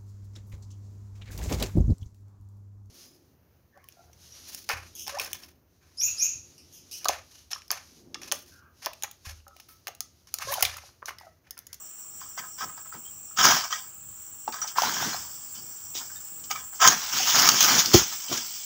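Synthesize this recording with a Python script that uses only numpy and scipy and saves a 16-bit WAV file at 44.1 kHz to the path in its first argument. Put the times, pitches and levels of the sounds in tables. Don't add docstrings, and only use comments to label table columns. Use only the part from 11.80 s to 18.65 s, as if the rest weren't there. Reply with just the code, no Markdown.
import sys
import numpy as np
from scipy import signal
from scipy.io import wavfile
from scipy.ndimage import uniform_filter1d

SR = 44100
rng = np.random.default_rng(int(sys.argv[2]) if len(sys.argv) > 2 else 0)


def master_out(mix):
    frames = np.transpose(np.atleast_2d(mix))
    ceiling = np.clip(frames, -1, 1)
    pcm = np.round(ceiling * 32767).astype(np.int16)
    wavfile.write(sys.argv[1], SR, pcm)


def elevation(decibels):
    levels = np.asarray(decibels, float)
    return 10 ** (levels / 20)


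N = 302085

# (frequency [Hz], width [Hz], level [dB])
STALK_MODES = [(480, 80, -12), (800, 220, -6), (1040, 160, 3), (1270, 110, 8.5), (1500, 300, 0)]
# (frequency [Hz], density [dB per Hz])
LEAF_SPECTRUM = [(1500, -35.5), (2100, -8.5), (3300, -1.5), (4190, -1.5), (5600, 4), (6720, 2.5),
                 (7500, -12.5), (8980, -23), (11500, -21), (13800, -16.5), (14800, -0.5), (15700, 1),
                 (16000, -30.5)]


def evened(x):
    return x / np.sqrt(np.mean(x ** 2) + 1e-20)


def add(mix, start_s, sound):
    part = mix[round(start_s * SR):][:len(sound)]
    part += sound[:len(part)]


def coloured(x, spectrum):
    hz, db = np.transpose(spectrum)
    bin_hz = abs(np.fft.fftfreq(4096, 1 / SR))
    log_gain = np.interp(np.log(bin_hz + 1), np.log(hz), db) * np.log(10) / 20
    taps = np.fft.ifft(np.exp(np.conj(signal.hilbert(log_gain)))).real[:2048]
    return evened(signal.oaconvolve(x, taps)[:len(x)])


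def ringing(x, modes, order=1):
    out = 0
    for hz, width_hz, db in modes:
        r = np.exp(-np.pi * width_hz / SR)
        y = x
        for _ in range(order):
            y = signal.lfilter([1 - r, 0, r - 1], [1, -2 * r * np.cos(2 * np.pi * hz / SR), r * r], y)
        out = out + elevation(db) * y
    return evened(out)


def sliding(x, hz, width_hz):
    turn = np.exp(2j * np.pi * np.cumsum(hz) / SR)
    r = np.exp(-np.pi * width_hz / SR)
    return evened((turn * signal.lfilter([1], [1, -2 * r, r * r], x / turn)).real)


def wander(per_s):
    knot_rate_hz = 400
    knots = rng.standard_normal(int(N / SR * knot_rate_hz) + 2)
    knots = uniform_filter1d(knots, max(int(knot_rate_hz / per_s), 1))
    return np.interp(np.arange(N) * knot_rate_hz / SR, np.arange(len(knots)), evened(knots))


def crackle(per_s, spread_db, smooth):
    luck = rng.random(N)
    size = rng.exponential(1, N)
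    hiss = rng.standard_normal(N)
    clicks = np.sign(hiss) * elevation(spread_db * np.minimum(size, 5)) * (luck < per_s / SR)
    return evened(clicks) + smooth * hiss


def patchy(x, patchy_db, bins, frames):
    z = signal.stft(x, nperseg=256, noverlap=192)[2]
    patches = rng.standard_normal(z.shape)
    for _ in range(2):
        patches = uniform_filter1d(uniform_filter1d(patches, bins, 0), frames, 1)
    return evened(signal.istft(z * elevation(patchy_db * evened(patches)), nperseg=256, noverlap=192)[1][:N])


def bursts(rows, attack_s):
    hiss, stalk, t = np.zeros(N), np.zeros(N), np.arange(SR) / SR
    for start_s, hold_s, db, stalk_db, t60_s in rows:
        after_s = np.maximum(t - attack_s - hold_s, 0)
        power = np.minimum(t / attack_s, 1) ** 4 * elevation(2 * (db - 60 * after_s / max(t60_s, .03)))
        add(hiss, start_s, power)
        add(stalk, start_s, power * elevation(2 * stalk_db))
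    return np.array([hiss, stalk])


def insects():
    # (time [s], level [dB])
    chorus_level = [
        (0, -45),
        (2.3, -45),
        (3.1, -43.5),
        (6.85, -42.5),
    ]
    # (frequency [Hz], density [dB per Hz])
    main_spectrum = [(6000, -31), (6900, -15), (7450, 0), (8000, -7.5), (8700, -17), (9300, -35),
                     (11000, -30.5)]
    # (frequency [Hz], density [dB per Hz])
    overtone_spectrum = [(13500, -42), (14400, -30), (15100, 11), (15650, 15), (16000, -38)]
    # (start [s], length [s], level [dB], wing pitch [Hz])
    cricket_spells = [
        (0, .28, -57.5, 5800),
        (0.297, 0.56, -56.5, 5780),
        (.95, .3, -67, 5580),
        (1.26, 0.34, -60.5, 5780),
        (2.4, 0.33, -61.5, 5770),
        (2.72, 0.44, -52, 5800),
        (3.503, 0.26, -58.5, 5620),
        (3.85, 0.29, -52.5, 5800),
        (4.1, 0.36, -56, 5830),
        (4.62, .2, -60, 5600),
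    ]
    overtone_db, overtone_growth = -3, 1
    spell_fade_s = 0.11
    wing_width_hz, second_wing_lower_hz, second_wing_db = 140, 294, -5

    t = np.arange(N) / SR
    band_db = np.interp(t, *np.transpose(chorus_level))
    high_db = band_db + overtone_db + overtone_growth * (band_db - band_db[0])
    buzz = crackle(13000, 3.1, 6.1) * elevation(0.95 * wander(30))
    cicadas = elevation(band_db) * coloured(buzz, main_spectrum) + elevation(high_db) * coloured(buzz, overtone_spectrum)

    start_s, length_s, db, pitch_hz = np.transpose(cricket_spells)[:, :, None]
    to_edge_s = np.minimum(t - start_s + spell_fade_s, start_s + length_s - t)
    spells = (elevation(db) * np.clip(to_edge_s / spell_fade_s, 0, 1)).sum(0)
    hz = np.interp(t, (start_s + length_s / 2).ravel(), pitch_hz.ravel()) + 45 * wander(9)
    throb_hz = 6.7 + 0.82 * wander(3)
    throb = np.clip(0.76 + 0.3 * np.sin(2 * np.pi * np.cumsum(throb_hz) / SR), 0, 1)
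    stroke_hz = 95 + 6 * wander(19)
    wing_strokes = 1 + 0.5 * np.sin(2 * np.pi * np.cumsum(stroke_hz) / SR)
    rasp = rng.standard_normal(N) * wing_strokes * throb * elevation(1.8 * wander(14))
    first_wing = sliding(rasp, hz, wing_width_hz)
    second_wing = sliding(rasp, hz - second_wing_lower_hz, wing_width_hz)
    return cicadas + spells * (first_wing + elevation(second_wing_db) * second_wing)


def air():
    # (frequency [Hz], density [dB per Hz])
    wash_spectrum = [(18, -58), (30, -19.5), (98, -5.5), (512, -21), (1320, -14), (2060, -27.5),
                     (3200, -21.5), (4200, -42), (5300, -33), (6300, -19), (10200, -29), (11100, -39),
                     (16000, -52)]
    wash_db = -58.5
    noise = rng.standard_normal(N)
    gusts = signal.lfilter([.03], [1, -.97], noise) * (elevation(2.5 * wander(6)) - 1)
    wash = coloured((noise + gusts) * elevation(0.2 * wander(15)), wash_spectrum)
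    return elevation(wash_db) * patchy(wash, 1.9, bins=2, frames=60)


def fronds():
    # (start [s], hold [s], hiss [dB], stalk above hiss [dB], release t60 [s])
    blade_strokes = [(.398, 0.0064, -45, -2, 0.25), (.565, 0.019, -36.5, 0.5, 0.055),
                     (.61, 0.027, -53, 7.5, 0.18), (.772, 0.027, -41.5, -1.5, 0.24),
                     (.797, 0.033, -38, 6, 0.051), (.85, 0.034, -56.5, 9.5, 0.21),
                     (.962, 0.0094, -53.5, 7.5, 0.12), (1.045, 0.01, -63, 15.5, 0.058),
                     (1.112, 0.02, -52, 7, 0.18), (1.558, .01, -35.5, -7, .1),
                     (1.575, 0.067, -22.5, -0.5, 0.51), (1.83, 0.015, -37.5, 2, 0.067),
                     (1.895, 0.03, -34.5, -4, 0.35), (2.668, 0.0071, -50, 6, 0.074),
                     (2.72, 0.033, -41.5, 2, 0.33), (2.805, 0.022, -41, 1.5, 0.27),
                     (2.945, .03, -45, 5, 0.25), (4.693, 0.012, -33, -7, 0.14),
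                     (4.74, 0.02, -40, -1.5, 0.32), (4.992, 0.0076, -24.5, -3, 0.084),
                     (5.006, 0.064, -17, 0.5, 0.061), (5.06, 0.004, -13.5, -5, 0.041)]
    # (start [s], hold [s], hiss [dB], ribs above hiss [dB], release t60 [s])
    rustles = [(1.245, 0.055, -67, -23, 0.49), (1.63, 0.069, -20, -4.5, 0.43),
               (2.86, 0.011, -36.5, -20, 0.17), (2.96, 0.1, -30, -2.5, 0.79), (3.1, 0.22, -35, -9, 0.64),
               (3.185, 0.047, -34.5, -1.5, 0.38), (3.315, 0.019, -53.5, 15, 0.11),
               (3.4, 0.23, -50, -20, 1.4), (3.735, 0.0064, -42, -16.5, 0.38), (3.85, 0.18, -53.5, -9, 0.3),
               (4.135, 0.023, -33, -21, 0.37), (4.28, 0.019, -49.5, -7, 1.5), (4.625, 0.013, -48, -17, .15),
               (4.915, 0.0087, -52, 0, 0.12), (4.94, 0.016, -45, -18, 0.15),
               (5.085, 0.027, -23.5, -4, 0.14), (5.14, 0.22, -33, -8.5, 0.59), (4.19, 0.013, -62, 14, 0.22),
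               (3.58, 0.15, -65, 0, 0.28)]
    # (start [s], hold [s], hiss [dB], ribs above hiss [dB], release t60 [s])
    bunch_fall = [(5.316, 0.12, -26, -11.5, 0.98), (5.456, 0.11, -22.5, -10.5, 0.2),
                  (5.534, .13, -20, -6, 0.26), (5.7, 0.075, -23, -11.5, 0.22),
                  (5.791, 0.19, -19.5, -9.5, 0.22), (6.03, 0.089, -30.5, -10.5, 0.3),
                  (6.123, 0.0086, -14.5, -11.5, 0.36), (6.25, 0.1, -36.5, -18, 0.46),
                  (6.3, 0.019, -37.5, -5, 0.18), (6.38, 0.14, -40.5, -13.5, 0.75),
                  (6.6, 0.097, -38, -19.5, 0.51), (6.72, .15, -40.5, -21.5, 0.56),
                  (6.485, .02, -36, -12, .2), (6.508, 0.025, -27.5, -13, 0.34)]
    # (start [s], hold [s], level [dB], release t60 [s])
    frond_swings = [(0.577, 0.015, -55, 0.17), (0.804, 0.037, -50.5, 0.11), (1.123, 0.029, -51, 0.12),
                    (1.569, 0.067, -41, .2), (1.62, 0.095, -34, 0.18), (3.014, 0.12, -46, 0.58),
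                    (3.189, 0.07, -41, 0.22), (3.491, 0.13, -65, 0.36), (3.753, 0.05, -56, 0.55),
                    (4.123, 0.092, -64, .5), (4.498, 0.14, -60.5, .4), (4.703, 0.053, -55.5, 0.2),
                    (5.043, 0.035, -31.5, 0.15), (5.11, .03, -43, 0.15), (5.317, 0.11, -48, .4),
                    (5.507, 0.21, -38.5, 0.46), (5.803, 0.16, -35.5, 0.24), (6.04, 0.049, -43, 0.27),
                    (6.167, 0.018, -46, 0.56), (6.481, 0.026, -40, 0.35)]
    # (frequency [Hz], width [Hz], level [dB])
    blade_modes = [(1857, 156, -2), (2320, 44, 5), (3188, 480, -5), (3484, 770, -3.5), (4910, 310, -1),
                   (5340, 740, 0), (5800, 195, 5), (6634, 99, 9.5), (7260, 180, 4.5), (15400, 750, 1.5)]
    # (frequency [Hz], density [dB per Hz])
    rib_spectrum = [(400, -21.5), (540, -15.5), (720, -3), (1150, 1), (1430, 0.5), (1750, -1), (2200, -12),
                    (3000, -32)]
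    # (frequency [Hz], density [dB per Hz])
    tip_spectrum = [(1500, -23.5), (4200, -11), (5500, 1), (7000, -3), (9000, -21), (11500, -20.5),
                    (13800, -18), (15200, 1.5), (16000, -20)]
    # (frequency [Hz], density [dB per Hz])
    sway_spectrum = [(40, -52), (90, -8.5), (160, 0.5), (250, 0), (400, -5), (540, -8.5), (900, -26.5)]
    stroke_attack_s, rustle_attack_s, sway_attack_s = 0.014, 0.018, 0.026
    drag_loose, drag_stroke = 0.1, 0.68
    breeze_db = -74
    faint_below_db, faint_span_db = -34, 8.5

    strokes = bursts(blade_strokes, stroke_attack_s)
    power = strokes + bursts(rustles + bunch_fall, rustle_attack_s) + 1e-12
    drag = drag_loose + (drag_stroke - drag_loose) * strokes[0] / power[0]

    drive = crackle(5000, 3.3, 0.8) * elevation(1.2 * wander(60))
    recent_db = 10 * np.log10(uniform_filter1d(power[0], size=2000))
    tips = np.clip((faint_below_db - recent_db) / faint_span_db, 0, 1)
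    leaves = tips * coloured(drive, tip_spectrum) + (1 - tips) * coloured(drive, LEAF_SPECTRUM)
    leaves = patchy(leaves, 2.2, bins=2, frames=20)
    blade = patchy(ringing(drive, blade_modes, order=2), 2.5, bins=2, frames=40)
    hiss = np.sqrt(1 - drag) * leaves + np.sqrt(drag) * blade

    slips = (0.6 * drive + crackle(900, 3.5, 0.6)) * elevation(1.2 * wander(40))
    stalk = drag * ringing(slips, STALK_MODES, order=2) + (1 - drag) * coloured(slips, rib_spectrum)
    stalk = patchy(stalk, 1.4, bins=1, frames=25)

    swing_rows = [(start_s, hold_s, db, 0, t60_s) for start_s, hold_s, db, t60_s in frond_swings]
    swaying = np.sqrt(bursts(swing_rows, sway_attack_s)[0] + elevation(2 * breeze_db))
    sway = coloured(rng.standard_normal(N) * elevation(2.0 * wander(25)), sway_spectrum)
    return np.sqrt(power[0]) * hiss + np.sqrt(power[1]) * stalk + swaying * sway


def snaps():
    # (time [s], knock peak [dB], knock pitch [Hz], crack above knock
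    # [dB])
    taps = [(.415, -28, 1070, -23), (.46, -38, 1170, -9), (.578, -24, 1030, -19), (.649, -42, 1310, -8),
            (.808, -19, 1200, -22), (.848, -37, 1220, -18), (.977, -31.5, 950, -12),
            (1.056, -40, 1360, -18), (1.124, -27.5, 1370, -20), (1.149, -30.5, 930, -11),
            (1.511, -37.5, 1300, -19), (1.593, -14, 1250, -10), (1.651, -4, 1057, -8),
            (1.733, -12.5, 1180, -9), (1.837, -21, 1140, -14), (1.908, -24, 1190, -34),
            (2.678, -10, 858, -20), (2.742, -20, 1130, -11), (2.82, -19.5, 1300, -19),
            (2.984, -1.5, 1030, -37), (3.02, -9, 757, -3), (3.034, -7, 900, -15), (3.047, -18, 1420, -16),
            (3.071, -12, 1010, -26), (3.202, -20, 1250, -21), (3.345, -19, 780, -20),
            (4.759, -23, 1200, -5), (5.084, -10, 1080, -2), (6.14, -11, 1300, 8), (6.52, -22.5, 715, -12),
            (6.518, -24, 345, -20), (6.527, -22, 1120, -15), (2.845, -24, 870, -20), (2.961, -22, 990, -20),
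            (3.125, -22, 900, -20), (3.225, -15.5, 824, -20), (1.574, -17, 1290, -8)]
    # (time [s], crack peak [dB], knock below crack [dB])
    rib_cracks = [(1.639, -9, -2), (1.653, -8.5, 15), (1.596, -17, 12), (1.926, -19.5, -6.5),
                  (2.723, -24, 12), (3.746, -40, 10), (4.151, -26, 25), (4.174, -30, 20), (2.876, -25, 19),
                  (4.598, -41, 6), (4.64, -35, 16), (4.712, -14, 4), (5.075, -0.5, 2), (5.13, -27, 6),
                  (5.328, -28, 14), (5.471, -20, 12), (5.495, -16, 8), (5.555, -12, 2), (5.737, -17, 12),
                  (5.772, -17, 10), (5.863, -16, 12), (5.887, -21, 4), (6.517, -30.5, 12), (5.546, -20, 1),
                  (5.674, -6, 1.5), (5.689, 1, 8), (5.717, -13, 10), (5.806, -5.5, 23), (5.827, -7, 24),
                  (5.844, -9.5, 6), (6.058, -9, 28), (6.483, -25, 21)]
    knock_t60_s, knock_rise_s, snap_t60_s = 0.014, 0.0025, 0.021
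    second_ratio, second_db = 1.31, -11.5
    rib_hz, crack_hz, pitch_spread = 1250, 5800, 0.056
    bright_db, dull_hz = -10, 8600

    out, t = np.zeros(N), np.arange(4000) / SR
    rows = taps + [(s, db - below_db, rib_hz, below_db) for s, db, below_db in rib_cracks]
    noises = rng.standard_normal((len(rows), len(t)))
    fade = elevation(-60 * t / snap_t60_s)
    knock_shape = elevation(-60 * t / knock_t60_s) * (1 - np.exp(-t / knock_rise_s))
    body_shape = fade * (1 - np.exp(-t / 0.0031))
    crack_shape = fade * (1 - np.exp(-t * 2000))
    for (time_s, db, hz, crack_db), noise in zip(rows, noises):
        modes = np.sin(2 * np.pi * hz * t) + elevation(second_db) * np.sin(2 * np.pi * second_ratio * hz * t)
        knock = 1.93 * knock_shape * modes + 0.11 * body_shape * ringing(noise, STALK_MODES)
        own_hz = crack_hz * (1 + pitch_spread * noise[-1])
        crack = 0.61 * coloured(noise, LEAF_SPECTRUM) + 0.1 * ringing(noise, [(own_hz, 350, 0)])
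        low = signal.lfilter(*signal.butter(4, dull_hz, "low", fs=SR), crack)
        top = signal.lfilter(*signal.butter(4, dull_hz, "high", fs=SR), crack)
        crack = low + elevation(min(db + crack_db - bright_db, 0)) * top
        add(out, time_s, elevation(db) * (knock + elevation(crack_db) * crack_shape * crack))
    return out


def pings():
    # (time [s], peak [dB], pitch [Hz], t60 [s])
    single_rings = [(1.251, -45, 3160, 0.064), (1.275, -43, 3200, 0.041), (1.925, -16, 3150, 0.033),
                    (2.816, -9, 5850, 0.025), (2.819, -23.5, 5810, 0.075), (4.358, -41, 3710, 0.063),
                    (.978, -46, 4720, 0.042), (1.125, -43, 4900, 0.055), (2.677, -35.5, 2720, 0.032),
                    (3.33, -28.5, 4210, 0.053), (4.295, -43, 1555, 0.081), (4.637, -41, 3000, 0.035),
                    (4.71, -13, 2270, 0.014), (4.758, -28, 2330, 0.04), (6.483, -25, 3100, 0.028),
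                    (6.577, -30, 1630, 0.037), (6.1425, 1.5, 351, 0.042), (5.4, -21, 750, 0.035),
                    (4.705, -32, 1250, 0.13), (4.707, -23.5, 800, 0.046), (5.0745, -7.5, 6650, 0.027),
                    (5.0835, 8.5, 6560, .014), (4.152, -38, 3800, 0.076), (4.182, -48, 1050, 0.1),
                    (4.355, -51, 1750, 0.1), (1.82, -41, 3150, .08), (.58, -34, 2050, 0.057),
                    (.6, -43, 1760, 0.12), (1.928, -25.5, 1900, 0.058), (2.724, -33, 4640, .05),
                    (2.724, -42, 2300, 0.04)]
    roughness, rise_s = 0.4, 0.0079
    out, t = np.zeros(N), np.arange(9000) / SR
    noises = rng.standard_normal((len(single_rings), len(t)))
    for (time_s, db, hz, t60_s), noise in zip(single_rings, noises):
        tone = np.sin(2 * np.pi * hz * t) + roughness * ringing(noise, [(hz, 160, 0)])
        add(out, time_s, elevation(db + 5.0 - 60 * t / t60_s) * (1 - np.exp(-t / rise_s)) * tone)
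    return out


def thuds():
    # (time [s], peak [dB], t60 [s], lowest pitch set going [Hz])
    low_blows = [
        (2.687, -30.5, 0.17, 251),
        (4.152, -34.5, 0.2, 330),
        (6.136, -22, 0.038, 244),
        (6.141, -15.5, 0.079, 100),
        (6.149, -5, 0.055, 44.7),
        (6.216, -24, 0.032, 60),
        (6.496, -36, 0.046, 300),
        (6.515, -26.5, 0.076, 200),
        (6.529, -27, 0.096, 120),
    ]
    # (frequency [Hz], width [Hz], level [dB])
    ground_modes = [(47, 20, -2), (58, 53, 3), (71, 32, 11), (137, 65, 6.5), (190, 50, -4), (305, 56, -1),
                    (405, 20, -29)]
    out, t = np.zeros(N), np.arange(9000) / SR
    for time_s, db, t60_s, low_hz in low_blows:
        drive = 0.97 * rng.standard_normal(len(t)) * elevation(-60 * t / t60_s)
        add(drive, 0, signal.windows.hann(len(t) // 200, False))
        boom = ringing(drive, ground_modes)
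        boom = signal.lfilter(*signal.butter(3, low_hz, "high", fs=SR), boom) * elevation(-20 * t / t60_s)
        add(out, time_s, elevation(db) * boom / abs(boom).max())
    return out


def grove(x, t60_s=0.12):
    taps = np.zeros(SR // 2)
    at = np.arange(300, len(taps) - 20, 20)
    taps[at + rng.integers(0, 20, len(at))] = rng.choice([-1., 1.], len(at))
    taps *= elevation(-60 * np.arange(len(taps)) / SR / t60_s)
    return signal.oaconvolve(x, taps / np.linalg.norm(taps))[:N]


def scene():
    background = insects() + air()
    leaves = fronds()
    hits = snaps() + pings() + thuds()
    scatter = grove(elevation(-10.5) * hits + elevation(-12.0) * leaves)
    return (hits + leaves + scatter + background)[None]


def band_limit(x):
    return signal.sosfilt(signal.butter(12, 16050, fs=SR, output="sos"), x)


def record(dry):
    # (frequency [Hz], depth [dB per bin])
    gate_depth = [(1500, 102), (2100, 91), (4300, 91), (5000, 104), (8600, 104), (9400, 93), (10300, 89.5),
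                  (10800, 80), (13500, 76.5), (14500, 79)]
    edge_hz, gate_low_hz, gate_high_hz = 15850, 1500, 14500
    hz, _, z = signal.stft(dry, SR, nperseg=1024, noverlap=768)
    band = (hz > gate_low_hz) & (hz < gate_high_hz)
    gate_db = np.interp(hz[band], *np.transpose(gate_depth))[:, None]
    power = uniform_filter1d(abs(z[:, band]) ** 2, size=7, axis=1, mode="nearest")
    power = uniform_filter1d(power, size=3, axis=2)
    z[:, band] /= 1 + elevation(-6 * (10 * np.log10(power + 1e-20) + gate_db))
    kept = signal.istft(z * (hz < edge_hz)[:, None], SR, nperseg=1024, noverlap=768)[1][:, :N]
    return band_limit(np.clip(kept, -1, 1))


dry = scene()
out = record(dry)
master_out(out)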